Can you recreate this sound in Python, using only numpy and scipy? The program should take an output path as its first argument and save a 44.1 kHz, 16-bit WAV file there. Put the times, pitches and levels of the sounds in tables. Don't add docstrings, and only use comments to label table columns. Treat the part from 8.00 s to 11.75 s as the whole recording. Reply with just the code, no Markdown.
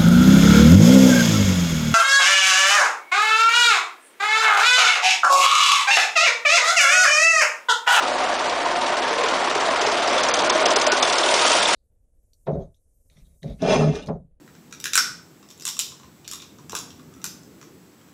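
import sys
import numpy as np
from scipy import signal
from scipy.io import wavfile
from scipy.ndimage import uniform_filter1d

SR = 44100
rng = np.random.default_rng(int(sys.argv[2]) if len(sys.argv) > 2 else 0)


def level_to_linear(level):
    exponent = np.asarray(level, float) / 20
    return 10 ** exponent


def transcribe(u):
    v = np.clip(np.atleast_2d(u).T, -1, 1)
    q = np.round(v * 32767).astype(np.int16)
    wavfile.write(sys.argv[1], SR, q)


N = 165375

# (time [s], grind level [dB], screen level [dB])
NEARNESS = [
    (0.0, -23, 1),
    (0.54, -23, -1.5),
    (0.82, -23, 0.5),
    (1.71, -21, 2),
    (2.71, -19.5, 6.5),
    (3.07, -21.5, 8),
    (3.59, -21.5, 6.5),
    (3.75, -20.5, -1.5),
]
# (time [s], level [dB])
GRAVEL_FLOW = [
    (0, -66.5),
    (2.6, -67.5),
    (2.8, -50),
    (3.05, -33.5),
    (3.25, -28),
    (3.42, -22),
    (3.55, -22),
    (3.65, -26),
    (3.75, -22),
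]
# (time [s], peak level [dB], ring level against the slap [dB])
MESH_SLAPS = [(1.8154, -18, -19), (1.8666, -17, -21), (1.918, -24, -13), (2.0767, -22, -11),
              (2.1273, -24.5, 5), (2.181, -19.5, 7.5), (2.2356, -15.5, -16), (2.2878, -16, -24),
              (2.3414, -13, -12), (2.391, -19.5, 4), (2.4466, -22.5, -20), (2.4995, -13.5, 1),
              (2.5481, -31, -3), (2.6588, -12.5, -1), (2.707, -19, -3), (2.763, -10.5, -9),
              (2.798, -21.5, -2), (2.815, -15, -12), (2.868, -15.5, -18), (2.9206, -13, -14),
              (2.97, -19, 1), (3.028, -11.5, 4), (3.1272, -16.5, -20), (3.185, -12.5, -17),
              (3.234, -32.5, 21), (3.2882, -18.5, 8), (3.342, -13, -25), (3.3914, -22, 8), (3.498, -24, -1),
              (3.655, -25, 16.5)]
# (delay [s], level [dB], rise [s], fall [s])
CLACK_CONTACTS = [
    (.019, -31, 0.0054, 0.011),
    (.049, -37, 0.0028, 0.003),
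]
# (delay [s], level [dB], rise [s], fall [s])
THUD_CONTACTS = [
    (0.0336, -29.5, 0.0039, 0.0059),
    (0.0063, -36, 0.0038, 0.0013),
]
# (frequency [Hz], level [dB per Hz])
GRIND_COLOUR = [(70, -27), (160, -23.5), (260, -13), (600, -8.5), (1300, -8.5), (1700, -10.5), (6000, -23),
                (10500, -43)]
# (frequency [Hz], level [dB per Hz])
CLACK_COLOUR = [(1200, -23.5), (2000, -6.5), (3400, -3.5), (5000, -9), (7000, -15), (10500, -25)]
# (frequency [Hz], level [dB per Hz])
THUD_COLOUR = [(150, -21), (260, -15.5), (380, 14.5), (600, 4), (1000, 14), (1600, -26.5), (2500, -10)]
# (frequency [Hz], level [dB per Hz])
STONE_COLOUR = [(700, -23), (1200, -15), (1800, -8), (3300, -6.5), (6500, -11.5), (10500, -18.5)]
# (frequency [Hz], width [Hz], gain [factor])
FRAME_PITCHES = [(184, 13, 0.4), (258.6, 14, 0.91), (356, 19, 1), (492.4, 13.4, 0.82), (603, 120, 0.84),
                 (609, 26.6, 0.62), (702, 23, 1.0), (785, 28, 0.23), (940, 130, 0.72), (1056, 85, 0.53),
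                 (1172, 36, 0.33), (1300, 120, 0.25), (3210, 140, 0.14)]
# (frequency [Hz], width [Hz], level [dB])
MESH_PITCHES = [(6376, 430, -2.5), (5080, 480, 0), (6900, 450, -9), (4100, 110, -8.5), (8400, 880, -13.5),
                (2900, 2200, -9)]
# (frequency [Hz], level [dB rms])
HUM_TONES = [
    (29.9, -61),
    (59.8, -61.5),
]
# (time [s], peak level [dB], frequency [Hz])
FRAME_KNOCKS = [(0.039, -11, 760), (0.089, -19, 615), (0.662, -7, 950), (0.819, -11.5, 925),
                (1.209, -9.5, 1020), (1.426, -6.5, 740), (1.556, -20, 417), (1.687, -6.5, 690),
                (1.849, -9, 794), (2.239, -7, 666), (2.289, -12, 620), (2.499, -7, 1000), (2.658, -7, 587),
                (2.769, -14.5, 445), (2.924, -21, 372), (3.028, -6.5, 687), (3.339, -5.5, 603),
                (3.447, -16, 700)]
# (frequency [Hz], width [Hz], level [dB], share of the screen's rise [factor])
BOX_PITCHES = [(587, 42, -4, 1.1), (631.7, 22, -1, 1.47), (700, 13, -2, 0.65), (742, 32, 3, -0.025),
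               (922, 43, -2, -0.57), (410, 33, -9.5, 1.2), (1430, 83, -6.5, 1.8)]
# (time [s], frequency [Hz], level [dB])
SQUEAK_GLIDE = [(.88, 1430, -60), (.91, 1450, -34), (.96, 1500, -35), (1.0, 1570, -34), (1.04, 1680, -36),
                (1.09, 1830, -35), (1.12, 1870, -60), (1.21, 1930, -70), (1.24, 1990, -39),
                (1.33, 2030, -38), (1.39, 1970, -41), (1.42, 1950, -65)]
# (time [s], peak level [dB], frequency [Hz])
STAND_KNOCKS = [
    (1.558, -17.5, 397),
    (1.824, -18.5, 433),
    (1.871, -17, 416),
    (2.299, -25, 484),
    (2.552, -19, 333),
    (2.664, -19, 439),
    (2.767, -20, 450),
    (2.926, -17.5, 365),
]
# (time [s], peak level [dB])
HARD_THROWS = [(0.0815, -18), (0.1795, -24), (0.3905, -18), (0.4943, -15), (0.6554, -21), (0.757, -26),
               (0.8126, -16.5), (0.866, -19), (0.9672, -17), (1.1276, -16), (1.1815, -18), (1.2341, -15.5),
               (1.283, -13.5), (1.3384, -23), (1.498, -19), (1.5494, -16), (1.6023, -20), (1.6541, -25),
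               (1.7594, -27), (2.023, -22), (3.0494, -12.5), (3.0716, -15), (3.0959, -9.5), (3.204, -18),
               (3.26, -9), (3.4124, -8.5), (3.4494, -8), (3.4745, -15), (3.516, -4.5), (3.5925, -14),
               (3.626, -6), (3.71, -12.5)]
# (time [s], peak level [dB], frequency [Hz])
WALL_KNOCKS = [(0.145, -21, 784), (0.239, -19, 614), (1.501, -17, 644), (1.659, -11, 687), (1.924, -9, 686),
               (1.949, -17, 724), (2.006, -13, 650), (2.06, -13, 707), (2.081, -13, 700),
               (2.162, -9.5, 521), (2.459, -14, 635), (2.555, -6.5, 633), (2.613, -8, 635),
               (2.709, -8, 632), (2.795, -18, 1084), (2.824, -12, 647), (2.871, -9, 620), (2.969, -17, 610),
               (3.059, -16, 643), (3.086, -16, 578), (3.11, -18, 935), (3.179, -16, 708), (3.239, -8, 587),
               (3.289, -6.5, 627), (3.322, -13, 610), (3.403, -21, 886), (3.504, -8, 587),
               (3.549, -11, 636), (3.58, -18, 624), (3.66, -19, 703), (3.689, -9, 942), (3.716, -9.5, 584)]
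# (start [s], length [s], frequency [Hz], level [dB])
FACING_PANELS = [(0, 0.35, 720, -30), (0, 0.41, 617, -32), (0.055, 0.27, 1152, -34),
                 (0.54, .65, 917, -30.5), (0.453, 0.6, 700, -30), (0.606, 0.47, 601, -34),
                 (1.107, 0.22, 457, -30), (1.146, 0.1, 1021, -33.5), (3.255, 0.35, 944, -27.5),
                 (2.85, 0.14, 1480, -29.5), (3.4, 0.12, 1246, -26.5)]
# (start [s], length [s], extra step size [dB])
ROUGH_MOMENTS = [(1.61, .025, 4), (1.848, .016, 3), (2.215, .02, 5), (2.3, .037, 8), (2.41, .03, 5),
                 (2.505, .025, 8), (2.64, .011, 3), (2.667, .01, 4), (2.75, .01, 4), (2.772, .02, 4),
                 (2.886, .032, 8), (3.0, .021, 6), (3.26, .16, -4), (3.44, .015, 4), (3.603, .02, 6)]

TURNS_PER_S, TURN_SPREAD_DB, TURN_JITTER_S = 19.0, 1, 0.00099
GRIND_DB, TEETH_PER_S = -1, 5000
RUMBLE_DB = -68
BOX_DB, BOX_PULSE_DB, BOX_DELAY_S = -42, 6, 0.0073
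PANEL_WIDTH_HZ = 20
KNOCK_DB, KNOCK_WIDTH_HZ = -5, 130
STAND_DB, STAND_WIDTH_HZ = -0.5, 44
WALL_DB, WALL_WIDTH_HZ = -7.5, 36.6
HARD_DB, HARD_RISE_S, HARD_FALL_S, HARD_ABOVE_HZ = -12, 0.0014, 0.0046, 2500
SLAP_RISE_S, SLAP_FALL_S, SLAP_DB, SLAP_BODY_DB = 0.0077, 0.0028, -5.5, -7
RING_HZ, RING_RISE_S, RING_FALL_S, RING_DB = 3470, 0.0027, 0.0036, -6.5
CRACK_S, CRACK_DB = 3.5, -0.5
STONES_PER_S, HOP_DB, HOP_DELAY_S = 5700, 2, 0.053
ROOM_DB, ROOM_T60_S, WALL_CUT_HZ = -14, 0.44, 6200
CUTOFF_HZ, COARSE_FROM_HZ = 10150, 4950
MASK_S, MASK_HZ = 0.05, 1300
STEP_DB, STEP_TILT_DB, STEP_SWING_DB = -1, 1.27, 5
LEAN_HZ, LEAN_WIDTH_HZ, LEAN_DB = 5500, 500, 3


def rms_one(x):
    return x / np.sqrt(np.mean(x ** 2) + 1e-20)


def in_time(rows):
    s, *columns = np.transpose(rows)
    return [np.interp(np.arange(N) / SR, s, c) for c in columns]


def drift(rate):
    r = np.exp(-80 * np.pi * rate / SR)
    noise = rng.standard_normal(N // 40 + 2002)
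    slow = signal.lfilter([1], [1, -2 * r, r * r], noise)[2000:]
    return np.interp(np.arange(N) / 40, np.arange(len(slow)), rms_one(slow))


def resonance(x, hz, width_hz):
    r = np.exp(-np.pi * width_hz / SR)
    top = np.array([1, 0, -1]) * (1 - r * r) / 2
    return signal.lfilter(top, [1, -2 * r * np.cos(2 * np.pi * hz / SR), r * r], x + 1e-18)


def grains(per_s, uneven_db):
    sizes = level_to_linear(uneven_db * np.minimum(rng.exponential(1, N), 5)) * rng.choice([-1, 1], N)
    return rms_one(sizes * (rng.random(N) < per_s / SR))


def coloured(spectrum, per_s, uneven_db, patchy_db):
    points, out = np.array(spectrum), 0
    sources = [grains(per_s, uneven_db), grains(per_s, uneven_db)]
    edges = 60 * 2 ** np.arange(0, 7.8, 1 / 3)
    for k, (low, high) in enumerate(zip(edges, edges[1:])):
        band_filter = signal.butter(2, [low, high], "band", fs=SR, output="sos")
        band = signal.sosfilt(band_filter, sources[k % 2])
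        middle = np.log(low * high) / 2
        level_db = np.interp(middle, np.log(points[:, 0]), points[:, 1], left=-70)
        out = out + level_to_linear(level_db + patchy_db * drift(14.2)) * band
    return rms_one(out)


def through_frame(x):
    return rms_one(x + sum(gain * resonance(x, hz, width_hz) for hz, width_hz, gain in FRAME_PITCHES))


def drive(near_db):
    grind = coloured(GRIND_COLOUR, TEETH_PER_S, uneven_db=3.5, patchy_db=1.5)
    return level_to_linear(near_db + GRIND_DB) * through_frame(grind)


def hum():
    t = np.arange(N) / SR
    tones = sum(np.sqrt(2) * level_to_linear(db + 1.5 * drift(3)) * np.sin(2 * np.pi * hz * t) for hz, db in HUM_TONES)
    low_band = signal.butter(2, [15, 110], "band", fs=SR, output="sos")
    rumble = signal.sosfilt(low_band, rng.standard_normal(N))
    return tones + level_to_linear(RUMBLE_DB) * rms_one(rumble)


def box(screen_db):
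    pulse = np.cos(4 * np.pi * TURNS_PER_S * (np.arange(N) / SR - BOX_DELAY_S))
    buzz, drone = grains(2500, uneven_db=2.0), 0
    for k, (hz, width_hz, db, share) in enumerate(BOX_PITCHES):
        level_db = BOX_DB + db + share * screen_db + 2.0 * drift(8.9)
        drone = drone + (-1) ** k * level_to_linear(level_db) * rms_one(resonance(buzz, hz, width_hz))
    return level_to_linear(BOX_PULSE_DB * pulse) * drone


def panels():
    t, buzz, out = np.arange(N) / SR, grains(2500, uneven_db=2.5), 0
    for s, length, hz, db in FACING_PANELS:
        swell = np.sqrt(np.sin(np.pi * np.clip((t - s) / length, 0, 1)) + 1e-12)
        out = out + level_to_linear(db) * swell * rms_one(resonance(buzz, hz, PANEL_WIDTH_HZ))
    return out


def bursts(s, db, rise_s, fall_s):
    t = np.arange(int(.12 * SR)) / SR
    shape = (1 - np.exp(-t / rise_s)) ** 2 * np.exp(-t / fall_s)
    marks = np.zeros(N + SR)
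    np.add.at(marks, (np.clip(s, 0, None) * SR).astype(int), level_to_linear(db))
    return np.abs(signal.fftconvolve(marks, shape / shape.max())[:N])


def each_turn(contacts):
    turns = np.arange(int(N / SR * TURNS_PER_S) + 1) / TURNS_PER_S
    chance = rng.standard_normal((len(contacts), 2, len(turns)))
    out = 0
    for (delay, db, rise, fall), (early, hard) in zip(contacts, chance):
        out = out + bursts(turns + delay + TURN_JITTER_S * early, db + TURN_SPREAD_DB * hard, rise, fall)
    return out


def screen(screen_db):
    clack = coloured(CLACK_COLOUR, 6000, uneven_db=1.0, patchy_db=0.2)
    thud = through_frame(coloured(THUD_COLOUR, 3000, uneven_db=2.0, patchy_db=.5))
    return level_to_linear(screen_db) * (each_turn(CLACK_CONTACTS) * clack + each_turn(THUD_CONTACTS) * thud)


def knocks(rows, gain_db, width_hz):
    out = np.zeros(N + SR)
    t = np.arange(int(.08 * SR)) / SR
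    shape = (1 - np.exp(-t / 0.0015)) ** 2 * np.exp(-np.pi * width_hz * t)
    for s, db, hz in rows:
        i = int(s * SR)
        out[i:i + len(t)] += level_to_linear(db + gain_db) * shape / shape.max() * np.sin(2 * np.pi * hz * t)
    return out[:N]


def hard_throws():
    s, db = np.transpose(HARD_THROWS)
    high_pass = signal.butter(2, HARD_ABOVE_HZ, "high", fs=SR, output="sos")
    rattle = signal.sosfilt(high_pass, coloured(CLACK_COLOUR, 5000, uneven_db=0.5, patchy_db=-1.0))
    return bursts(s, db + HARD_DB, HARD_RISE_S, HARD_FALL_S) * rms_one(rattle)


def squeak():
    hz, db = in_time(SQUEAK_GLIDE)
    phase = 2 * np.pi * np.cumsum(hz + 30 * drift(30)) / SR
    return np.sqrt(2) * level_to_linear(db + 2.5 * drift(28)) * np.sin(phase)


def slaps():
    s, db, ring_db = np.transpose(MESH_SLAPS)
    chatter, mesh = grains(9000, uneven_db=0.5), 0
    for k, (hz, width_hz, level_db) in enumerate(MESH_PITCHES):
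        mesh = mesh + (-1) ** k * level_to_linear(level_db) * resonance(chatter, hz, width_hz)
    body = rms_one(resonance(grains(4000, uneven_db=2.5), 2100, 2600))
    mesh = rms_one(mesh) + level_to_linear(SLAP_BODY_DB) * body
    slap = bursts(s - .004, db + SLAP_DB, SLAP_RISE_S, SLAP_FALL_S) * mesh
    plate = np.sin(2 * np.pi * np.cumsum(RING_HZ + 130 * drift(150)) / SR)
    ring = bursts(s - .002, db + ring_db + RING_DB, RING_RISE_S, RING_FALL_S) * plate
    crack = level_to_linear(CRACK_DB + 5.5) * (np.arange(N) == int(CRACK_S * SR))
    return slap + ring + resonance(crack, 4000, 5000)


def gravel():
    flow_db, = in_time(GRAVEL_FLOW)
    hop = np.cos(2 * np.pi * TURNS_PER_S * (np.arange(N) / SR - HOP_DELAY_S))
    patter = through_frame(coloured(STONE_COLOUR, STONES_PER_S, uneven_db=4.0, patchy_db=1.0))
    return level_to_linear(flow_db + HOP_DB * hop) * patter


def room(x):
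    out, dull = np.zeros(N), np.exp(-2 * np.pi * WALL_CUT_HZ / SR)
    for k, lag in enumerate((rng.uniform(.015, .045, size=8) * SR).astype(int)):
        loop, gain, state = x.copy(), level_to_linear(-60 * lag / SR / ROOM_T60_S), [0.]
        for i in range(lag, N, lag):
            back, state = signal.lfilter([gain * (1 - dull)], [1, -dull], loop[i - lag:i], zi=state)
            loop[i:i + lag] += back[:N - i]
        out += (loop - x) * (-1) ** k
    return out


def scene():
    near_db, screen_db = in_time(NEARNESS)
    struck = screen(screen_db) + hard_throws() + slaps() + gravel()
    struck = struck + knocks(FRAME_KNOCKS, KNOCK_DB, KNOCK_WIDTH_HZ)
    struck = struck + knocks(STAND_KNOCKS, STAND_DB, STAND_WIDTH_HZ)
    struck = struck + knocks(WALL_KNOCKS, WALL_DB, WALL_WIDTH_HZ)
    steady = drive(near_db) + hum() + box(screen_db) + panels() + squeak()
    return (steady + struck + level_to_linear(ROOM_DB) * room(struck))[None]


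def rough_treble(x, size=128):
    n, k = np.arange(2 * size), np.arange(size)
    window = np.sin(np.pi * (n[:, None] + .5) / (2 * size))
    basis = window * np.cos(np.pi / size * (n[:, None] + .5 + size / 2) * (k + .5))
    padded = np.pad(x, (size, 2 * size))
    starts = np.arange(N // size + 1) * size
    lines = padded[starts[:, None] + n] @ basis
    hz = (k + .5) * SR / (2 * size)
    near = uniform_filter1d(lines ** 2, size=5, axis=1) ** 2
    near = uniform_filter1d(near, max(int(MASK_S * SR / size), 1), axis=0)
    near = uniform_filter1d(near, max(int(MASK_HZ / SR * 2 * size), 1), axis=1)
    patches = rng.standard_normal((len(starts) // 8 + 1, size // 4))
    step_db = STEP_SWING_DB * np.kron(patches, np.ones((8, 4)))[:len(starts)]
    when = (starts / SR)[:, None]
    for s, length, db in ROUGH_MOMENTS:
        step_db = step_db + db * np.clip(np.minimum(when - s, s + length - when) / 0.001 + .5, 0, 1)
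    step_db = step_db + STEP_DB + STEP_TILT_DB * (hz - COARSE_FROM_HZ) / 1000
    step_db = step_db + LEAN_DB * np.exp(-((hz - LEAN_HZ) / LEAN_WIDTH_HZ) ** 2)
    step = np.sqrt(np.sqrt(np.abs(near) + 1e-24)) * level_to_linear(step_db)
    rounded = np.where(hz > COARSE_FROM_HZ, step * np.round(lines / step), lines) * (hz < CUTOFF_HZ)
    out = np.zeros(len(padded))
    np.add.at(out, starts[:, None] + n, rounded @ basis.T * 2 / size)
    return out[size:size + N]


def roll_off(x):
    return signal.sosfilt(signal.butter(12, 10810, fs=SR, output="sos"), x)


def record(dry):
    top_cut = signal.cheby2(16, 60, CUTOFF_HZ * 1.06, fs=SR, output="sos")
    mix = signal.sosfilt(top_cut, rough_treble(dry[0]))[None]
    return roll_off(mix)


dry = scene()
out = record(dry)
transcribe(out)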